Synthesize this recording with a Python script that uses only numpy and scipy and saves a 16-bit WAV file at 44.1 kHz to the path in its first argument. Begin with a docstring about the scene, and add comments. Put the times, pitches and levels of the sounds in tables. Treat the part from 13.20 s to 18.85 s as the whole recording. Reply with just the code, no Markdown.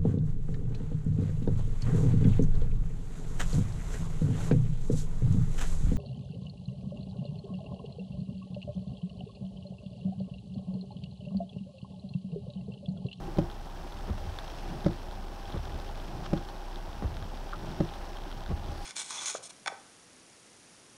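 """Inside an idling car in the rain: drops tick on the windscreen and patter on the roof, over a deep engine hum.
The wipers sweep about every 1.5 s with a faint motor whirr: they rub up the glass, knock at the top turn and
flop softly at the bottom. Now and then a fat drop splashes, thuds on the roof or rings a panel.
Rain, rubbing and hiss are filtered noise; hum and whirr are wavering sines; knocks are damped modes and bursts.
A bright hiss swells at the end."""
import sys
import numpy as np
from scipy import signal
from scipy.fft import rfft, irfft, next_fast_len
from scipy.io import wavfile
from scipy.ndimage import map_coordinates

SR = 44100
rng = np.random.default_rng(int(sys.argv[2]) if len(sys.argv) > 2 else 0)


def log_audio(samples):
    """Write samples as a 16-bit WAV file to the path given in sys.argv[1]."""
    # one column per channel
    frames = np.atleast_2d(samples).T
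    # limit to full scale, then quantise
    limited = np.clip(frames, -1, 1)
    pcm = np.round(limited * 32767).astype(np.int16)
    wavfile.write(sys.argv[1], SR, pcm)


N = 249165  # length in samples

# How hard it rains. Each row: time in seconds, strength in dB.
RAIN_STRENGTH = [(0.0, -58.5), (0.28, -59.5), (1.41, -53.5), (2.01, -58), (2.5, -55.5), (4.04, -57),
                 (4.71, -54.5), (5.24, -57.5), (5.65, -54.5)]
# Spectra of a drop's tick on the glass, of water slapping the glass and of a dull thud.
# Each row: frequency in Hz, relative level in dB.
TICK_SPECTRUM = [(900, -4), (2300, -12), (2800, 2.5), (3200, 12.5), (4500, 0), (5000, -10), (5600, -8),
                 (7000, -21.5), (9000, -21), (15000, -32)]
SPLASH_SPECTRUM = [(300, -16), (800, -1), (1100, 5), (1600, -6), (2200, -15.5), (3200, -8.5), (5300, -16),
                   (7500, -27.5), (15000, -54)]
THUD_SPECTRUM = [(100, -7), (200, -7), (350, 6.5), (500, -8.5), (800, -18), (1500, -22), (4000, -45),
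                 (15000, -65)]


def amp(db):
    """Decibels to gain."""
    return 10 ** (np.asarray(db) / 20)


def unit(x):
    """Scale to rms 1."""
    return x / np.sqrt(np.mean(x ** 2) + 1e-20)


def seconds(count):
    """A time axis in seconds."""
    return np.arange(count) / SR


def curves(rows):
    """One value per sample for each column after the time."""
    s, *cols = np.transpose(rows)
    return [np.interp(seconds(N), s, c) for c in cols]


def wobble(rate):
    """A smooth random curve through rate knots a second."""
    knots = rng.standard_normal(int(N * rate / SR) + 4)
    return map_coordinates(knots, [seconds(N) * rate])


def bump(s, width):
    """A bell-shaped swell of height 1 around time s."""
    return np.exp(-((seconds(N) - s) / width) ** 2)


def colour(x, spectrum):
    """Causal minimum-phase filter through the given (Hz, dB) points, made by folding the cepstrum."""
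    size = 2 * next_fast_len(len(x) // 2 + 4096)
    hz, db = np.transpose(spectrum)
    log_hz = np.log(np.fft.rfftfreq(size, 1 / SR) + 1)
    gain = amp(np.interp(log_hz, np.log(hz), db))
    cepstrum = irfft(np.log(gain))
    cepstrum[1:size // 2] *= 2
    cepstrum[size // 2 + 1:] = 0
    response = np.exp(rfft(cepstrum))
    return irfft(rfft(x, size) * response)[:len(x)]


def noise(spectrum, count=N):
    """Coloured noise of rms 1."""
    return unit(colour(rng.standard_normal(count), spectrum))


def add(track, s, sound):
    """Mix a sound into a track at time s."""
    room = track[max(round(s * SR), 0):][:len(sound)]
    room += sound[:len(room)]


def ring(modes, attack):
    """Damped sine modes (Hz, dB, t60 in s), struck at slightly new strengths each time."""
    t = seconds(SR // 2)
    tones = np.zeros(len(t))
    for hz, db, t60 in modes:
        strike_db = db + .5 * rng.standard_normal()
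        tones += amp(strike_db - 60 * t / t60) * np.sin(2 * np.pi * hz * t)
    return tones * (1 - np.exp(-t / attack))


def splat(spectrum, t60, wet):
    """An impact of peak 1: a sharp click and a short fizz of bursting water."""
    t = seconds(SR // 20)
    force = rng.standard_normal(len(t)) * amp(-60 * t / t60)
    force *= wet / np.linalg.norm(force)
    force[0] += 1  # the click
    burst = colour(force, spectrum)
    return burst / np.abs(burst).max()


def shower(spectrum, rate, spread_db, t60):
    """Countless random splats, mostly small, of rms 1: noise follows the summed power of their decays."""
    falls = rng.random(N) < rate / SR
    sizes = amp(spread_db * np.minimum(rng.exponential(size=N), 4.5))
    decay = amp(-60 * seconds(SR // 10) / t60)
    power = signal.fftconvolve(falls * sizes ** 2, decay ** 2)[:N]
    return unit(colour(np.sqrt(np.abs(power)) * rng.standard_normal(N), spectrum))


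def clicks(spectrum, rate, spread_db):
    """Separate clean clicks at random moments and sizes, of rms 1."""
    falls = rng.random(N) < rate / SR
    sizes = amp(spread_db * np.clip(rng.standard_normal(N), -2, 1.5))
    return unit(colour(falls * sizes, spectrum))


def engine():
    """The idle's firing tone, a wavering sine, fills the cabin over a soft rumble of low noise."""
    # Each row: frequency in Hz, relative level in dB.
    rumble_spectrum = [(15, -4), (30, 3), (45, -4.5), (65, 0.5), (110, -7), (200, -9), (270, -15.5),
                       (500, -26), (1500, -60), (15000, -101)]
    firing_hz, waver_db, heave_db = 30.02, .6, 1.3
    phase = 2 * np.pi * np.cumsum(firing_hz + 0.099 * wobble(3.0)) / SR
    hum = amp(-37.5 + waver_db * wobble(5.25)) * np.sin(phase)
    rumble = amp(-46 + heave_db * wobble(4.62)) * noise(rumble_spectrum)
    return hum + rumble


def late_hiss():
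    """A bright hiss, coloured noise, swells at the end and then holds its level."""
    # Each row: frequency in Hz, relative level in dB.
    hiss_spectrum = [(2000, -12), (4500, 11), (7000, -3), (10500, 0), (15000, -19)]
    top_s, top_db, rise_db_per_s = 5.64, -55.5, 120
    level_db = top_db + rise_db_per_s * np.minimum(seconds(N) - top_s, 0)
    return amp(level_db) * noise(hiss_spectrum)


def rain():
    """One strength drives fine patter and ticks on the glass and duller drumming through the lined roof."""
    # Fine patter on the glass, drumming on the roof. Each row: frequency in Hz, relative level in dB.
    patter_spectrum = [(700, -14), (1500, 4.5), (2200, -2.5), (2700, 0), (3200, -2), (4200, -4.5),
                       (4900, -4), (5500, -2.5), (7000, -15.5), (8300, -15.5), (10000, -19.5),
                       (15000, -27.5)]
    drumming_spectrum = [(150, -10.5), (300, 1), (375, 4.5), (450, -3), (540, 1), (680, 3.5), (900, 2),
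                         (1100, -3), (1550, -10.5), (2100, -22), (4000, -37.5)]
    patter_db, fine_ticks_db = 1, -9  # re the rain's strength
    mean_roof_db, roof_follows, roof_waver_db = -47.8, .25, 0.55  # the roof takes a share of the rain's swings
    rain_db, = curves(RAIN_STRENGTH)
    roof_db = mean_roof_db + roof_follows * (rain_db - rain_db.mean()) + roof_waver_db * wobble(3.93)
    patter = amp(rain_db + patter_db) * shower(patter_spectrum, rate=2500, spread_db=2.5, t60=0.012)
    ticks = amp(rain_db + fine_ticks_db) * clicks(TICK_SPECTRUM, rate=60, spread_db=3.5)
    roof = amp(roof_db) * shower(drumming_spectrum, rate=700, spread_db=0.5, t60=0.052)
    return patter + ticks + roof


def drop(db, body_db):
    """One drop on the windscreen: a bright tick over a duller body, both short splats."""
    # The duller body. Each row: frequency in Hz, relative level in dB.
    body_spectrum = [(300, -20), (850, 4), (1600, 8), (2100, -4.5), (2700, -0.5), (5000, -28), (7000, -27),
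                     (15000, -31)]
    tick_trim_db, body_trim_db = -0.5, 7  # added to the two parts of every drop
    pitch = rng.uniform(.96, 1.1)  # each tick is pitched slightly differently, at random
    tick_spectrum = np.multiply(TICK_SPECTRUM, [pitch, 1])
    tick = amp(tick_trim_db) * splat(tick_spectrum, t60=0.011, wet=.35)
    body = amp(body_db + body_trim_db) * splat(body_spectrum, t60=0.013, wet=0.61)
    return amp(db) * (tick + body)


def small_drops():
    """Smaller drops hit the windscreen at random, harder when the rain is stronger."""
    per_s, mean_db, spread_db, body_db = 8, -41.5, 3.5, -11
    out = np.zeros(N)
    rain_db, = curves(RAIN_STRENGTH)
    for place, size in rng.random((round(per_s * N / SR), 2)):
        swing_db = rain_db[int(place * N)] - rain_db.mean()
        db = mean_db + spread_db * (2 * size - 1) + .5 * swing_db
        add(out, place * N / SR, drop(db, body_db))
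    return out


def near_drops():
    """Large drops tick on the windscreen, ring a panel's modes, splash, or thud on the roof."""
    # The largest drops on the glass, each heard 1 ms after its listed time.
    # Each row: time in seconds, drop level in dB, body in dB re that level, before the trims in drop().
    large_drops = [(0.1715, -37, -8), (0.2992, -39, -12), (0.3135, -38, -13), (1.1867, -29, -8.5),
                   (1.278, -37, -20), (1.646, -35, -12), (1.9107, -37.5, -11), (2.3236, -35, -14),
                   (2.454, -38, -11), (2.799, -37, -15), (3.061, -35, -15), (3.175, -37.5, -13),
                   (3.2873, -35, -17), (3.5578, -34, -14), (3.968, -35.5, -6), (4.0248, -36.5, -10),
                   (4.6893, -37, -12), (4.7366, -35.5, -13), (4.9697, -38, -10), (5.114, -36.5, -8),
                   (5.126, -36, -13), (5.2367, -39, -9), (5.2614, -35, -8)]
    # Fat drops ringing a panel. 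Each row: start in seconds, level in dB.
    plops = [(4.3288, -41), (4.3332, -35.5)]
    # The panel's modes. Each row: frequency in Hz, level in dB, 60 dB decay time in seconds.
    panel_modes = [(1230, 4.5, 0.064), (1334, -2, 0.067), (1390, -4, 0.064), (1530, -16, 0.13)]
    # Heavy drips on the lined roof. Each row: start in seconds, peak level in dB.
    roof_drips = [(0.081, -36), (0.649, -38.5), (2.547, -39), (5.063, -36)]
    # Water slapping the glass. Each row: centre in seconds, level in dB.
    splashes = [(3.042, -48), (3.061, -39.5)]
    out = np.zeros(N)
    for s, db, body_db in large_drops:
        add(out, s + 0.00099, drop(db, body_db))
    for s, db in plops:
        add(out, s, amp(db) * ring(panel_modes, attack=0.00018))
    for s, db in roof_drips:
        add(out, s, amp(db) * splat(THUD_SPECTRUM, t60=0.14, wet=1.5))
    slaps = sum(amp(db) * bump(s, width=0.0078) for s, db in splashes)
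    return out + slaps * noise(SPLASH_SPECTRUM)


def wiper_motor():
    """A rough gear whirr: a sine that wanders a little in pitch and level, roughened by fast wobbles."""
    motor_hz, wander_hz, level_db, waver_db = 804, 10, -55, 1.6
    phase = 2 * np.pi * np.cumsum(motor_hz + wander_hz * wobble(8)) / SR
    whirr = unit((0.69 + wobble(50)) * np.sin(phase) + wobble(50) * np.cos(phase))
    return amp(level_db + waver_db * wobble(5.2)) * whirr


def thump(hz, width):
    """A soft push on the glass, a cycle or two long; it sinks in pitch to hz as the rubber settles."""
    u = seconds(SR // 5) / width
    phase = 2 * np.pi * hz * width * (u + 2 * (1 - np.exp(-u)))
    return u ** 2 * np.exp(2 - 2 * u) * np.sin(phase)


def wiper_flops():
    """At the bottom the wet blades tap, scuff and flop over, rest, and shudder as they set off again."""
    # Blades flopping over. Each row: start in seconds, first tap in dB, restart shake in dB.
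    flops = [(0.879, -34, -40), (2.342, -32, -39), (3.8238, -26, -42), (5.296, -33, -38.5)]
    # Rubber scuffing the glass, arms shuddering. Each row: frequency in Hz, relative level in dB.
    scuff_spectrum = [(70, -9), (170, 10), (270, 0.5), (370, 4.5), (460, -3.5), (560, -1.5), (800, -12.5),
                      (1150, -8.5), (1700, -21), (5000, -37), (15000, -56)]
    shudder_spectrum = [(35, -16), (55, -2), (80, 2), (110, -9), (200, -18), (400, -32), (2000, -73)]
    flop_lag_s, scuff_db, scuff_width_s = 0.0182, -35, 0.019  # the scuff and thump follow the tap
    thump_db, shake_db, shake_lag_s, shake_width_s = -26, -38.5, .05, 0.072  # the arms land and shake
    rest_s, restart_width_s = .205, 0.07  # the arms rest, then set off again
    restart_thump_db, restart_rub_db = 3.5, -9.5  # re the restart's shake
    out, rub, shake = np.zeros(N), np.zeros(N), np.zeros(N)
    for s, tap_db, restart_db in flops:
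        add(out, s, amp(tap_db) * splat(scuff_spectrum, t60=0.057, wet=0.58))
        add(out, s + flop_lag_s, amp(thump_db) * thump(hz=43.5, width=0.015))
        restart_thump = amp(restart_db + restart_thump_db) * thump(hz=47.9, width=0.0195)
        add(out, s + rest_s - .02, restart_thump)
        restart = amp(restart_db) * bump(s + rest_s, restart_width_s)
        rub += amp(scuff_db) * bump(s + flop_lag_s, scuff_width_s)
        rub += amp(restart_rub_db) * restart
        shake += amp(shake_db) * bump(s + shake_lag_s, shake_width_s) + restart
    return out + rub * noise(scuff_spectrum) + shake * noise(shudder_spectrum)


def rattle():
    """The loose wiper arm rattles: a rough burst of coloured noise that dies away."""
    # Each row: frequency in Hz, relative level in dB.
    arm_spectrum = [(100, -12), (200, -2), (270, -18), (355, 5), (450, -11), (800, -11), (1400, -17.5),
                    (2500, -31), (15000, -62)]
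    t = seconds(SR // 4)
    return amp(-60 * t / 0.27) * noise(arm_spectrum, count=len(t))


def wiper_knocks():
    """The blades rub over the upper glass, then slap over at the turn, ring the screen, bounce and rattle."""
    # Blade knocks at the top of the sweep. Each row: start in seconds, level in dB.
    knocks = [(0.1847, -18), (1.6617, -18), (3.1310, -20), (4.604, -19.5)]
    # Windscreen and cabin modes. Each row: frequency in Hz, level in dB, 60 dB decay time in seconds.
    screen_modes = [(57, -16, 0.38), (77.4, -18, 0.34), (109, -10, 0.25), (159.8, -3.5, 0.19),
                    (182.3, 2, 0.1), (218, -11.5, 0.17), (313.5, 0.5, 0.093), (345.5, -14, 0.31),
                    (406, -29, 0.09), (566, -0.5, 0.051), (744, -6.5, 0.03), (970, -17, 0.029),
                    (1250, -18, 0.036), (1600, -27, 0.02)]
    # The blade's hard spine on the glass, its rubber dragging. 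Each row: frequency in Hz, relative level in dB.
    crack_spectrum = [(500, -26), (1400, -7), (1700, 1), (2000, 0), (2800, -4), (4200, -11), (5400, -6.5),
                      (7000, -20), (15000, -35)]
    judder_spectrum = [(60, -18.5), (150, 4.5), (260, -7.5), (360, -3.5), (480, -17.5), (800, -13.5),
                       (1500, -40), (4000, -48), (15000, -59)]
    judder_db, judder_lead_s, judder_width_s = -42, .13, .11  # rubber dragging before each knock
    lip_db, lip_lead_s, lip_width_s = -38, 0.0046, 0.019  # its lip rolling over just before the slap
    slap_db, crack_db, bounce_db, rattle_db = -17.5, -18, -17, -26.5  # re the knock
    bounce_lag_s, rattle_lag_s = .04, .014
    out, rub = np.zeros(N), np.zeros(N)
    for s, db in knocks:
        add(out, s, amp(db) * ring(screen_modes, attack=.0011))
        add(out, s + 0.000938, amp(db + slap_db) * splat(SPLASH_SPECTRUM, t60=0.055, wet=2.7))
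        add(out, s + 0.002014, amp(db + crack_db) * splat(crack_spectrum, t60=0.028, wet=2.7))
        add(out, s + bounce_lag_s, amp(db + bounce_db) * splat(THUD_SPECTRUM, t60=0.14, wet=2.9))
        add(out, s + rattle_lag_s, amp(db + rattle_db) * rattle())
        rub += amp(judder_db) * bump(s - judder_lead_s, judder_width_s)
        rub += amp(lip_db) * bump(s - lip_lead_s, lip_width_s)
    return out + rub * noise(judder_spectrum)


def scene():
    """Everything heard in the cabin, as one channel."""
    background = engine() + late_hiss() + rain()
    drops = small_drops() + near_drops()
    wipers = wiper_motor() + wiper_flops() + wiper_knocks()
    return (background + drops + wipers)[None]


def record(dry):
    """The dashboard camera's microphone adds hiss and a thin electronic whine, and cuts all above its band."""
    # The microphone's hiss. Each row: frequency in Hz, relative level in dB.
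    hiss_spectrum = [(1000, 1), (3000, 3.5), (6000, 0.5), (9000, -5), (13000, -4), (14800, -13),
                     (15700, -5.5)]
    whine_hz, top_hz = 14422.5, 15700
    phase = 2 * np.pi * np.cumsum(whine_hz + 3 * wobble(20)) / SR
    whine = amp(-82.5) * np.sin(phase)
    x = dry + whine + amp(-64) * noise(hiss_spectrum)
    size = next_fast_len(N + 8192)
    in_band = np.fft.rfftfreq(size, 1 / SR) < top_hz
    return irfft(rfft(x, size) * in_band, size)[:, :N]


dry = scene()
out = record(dry)
log_audio(out)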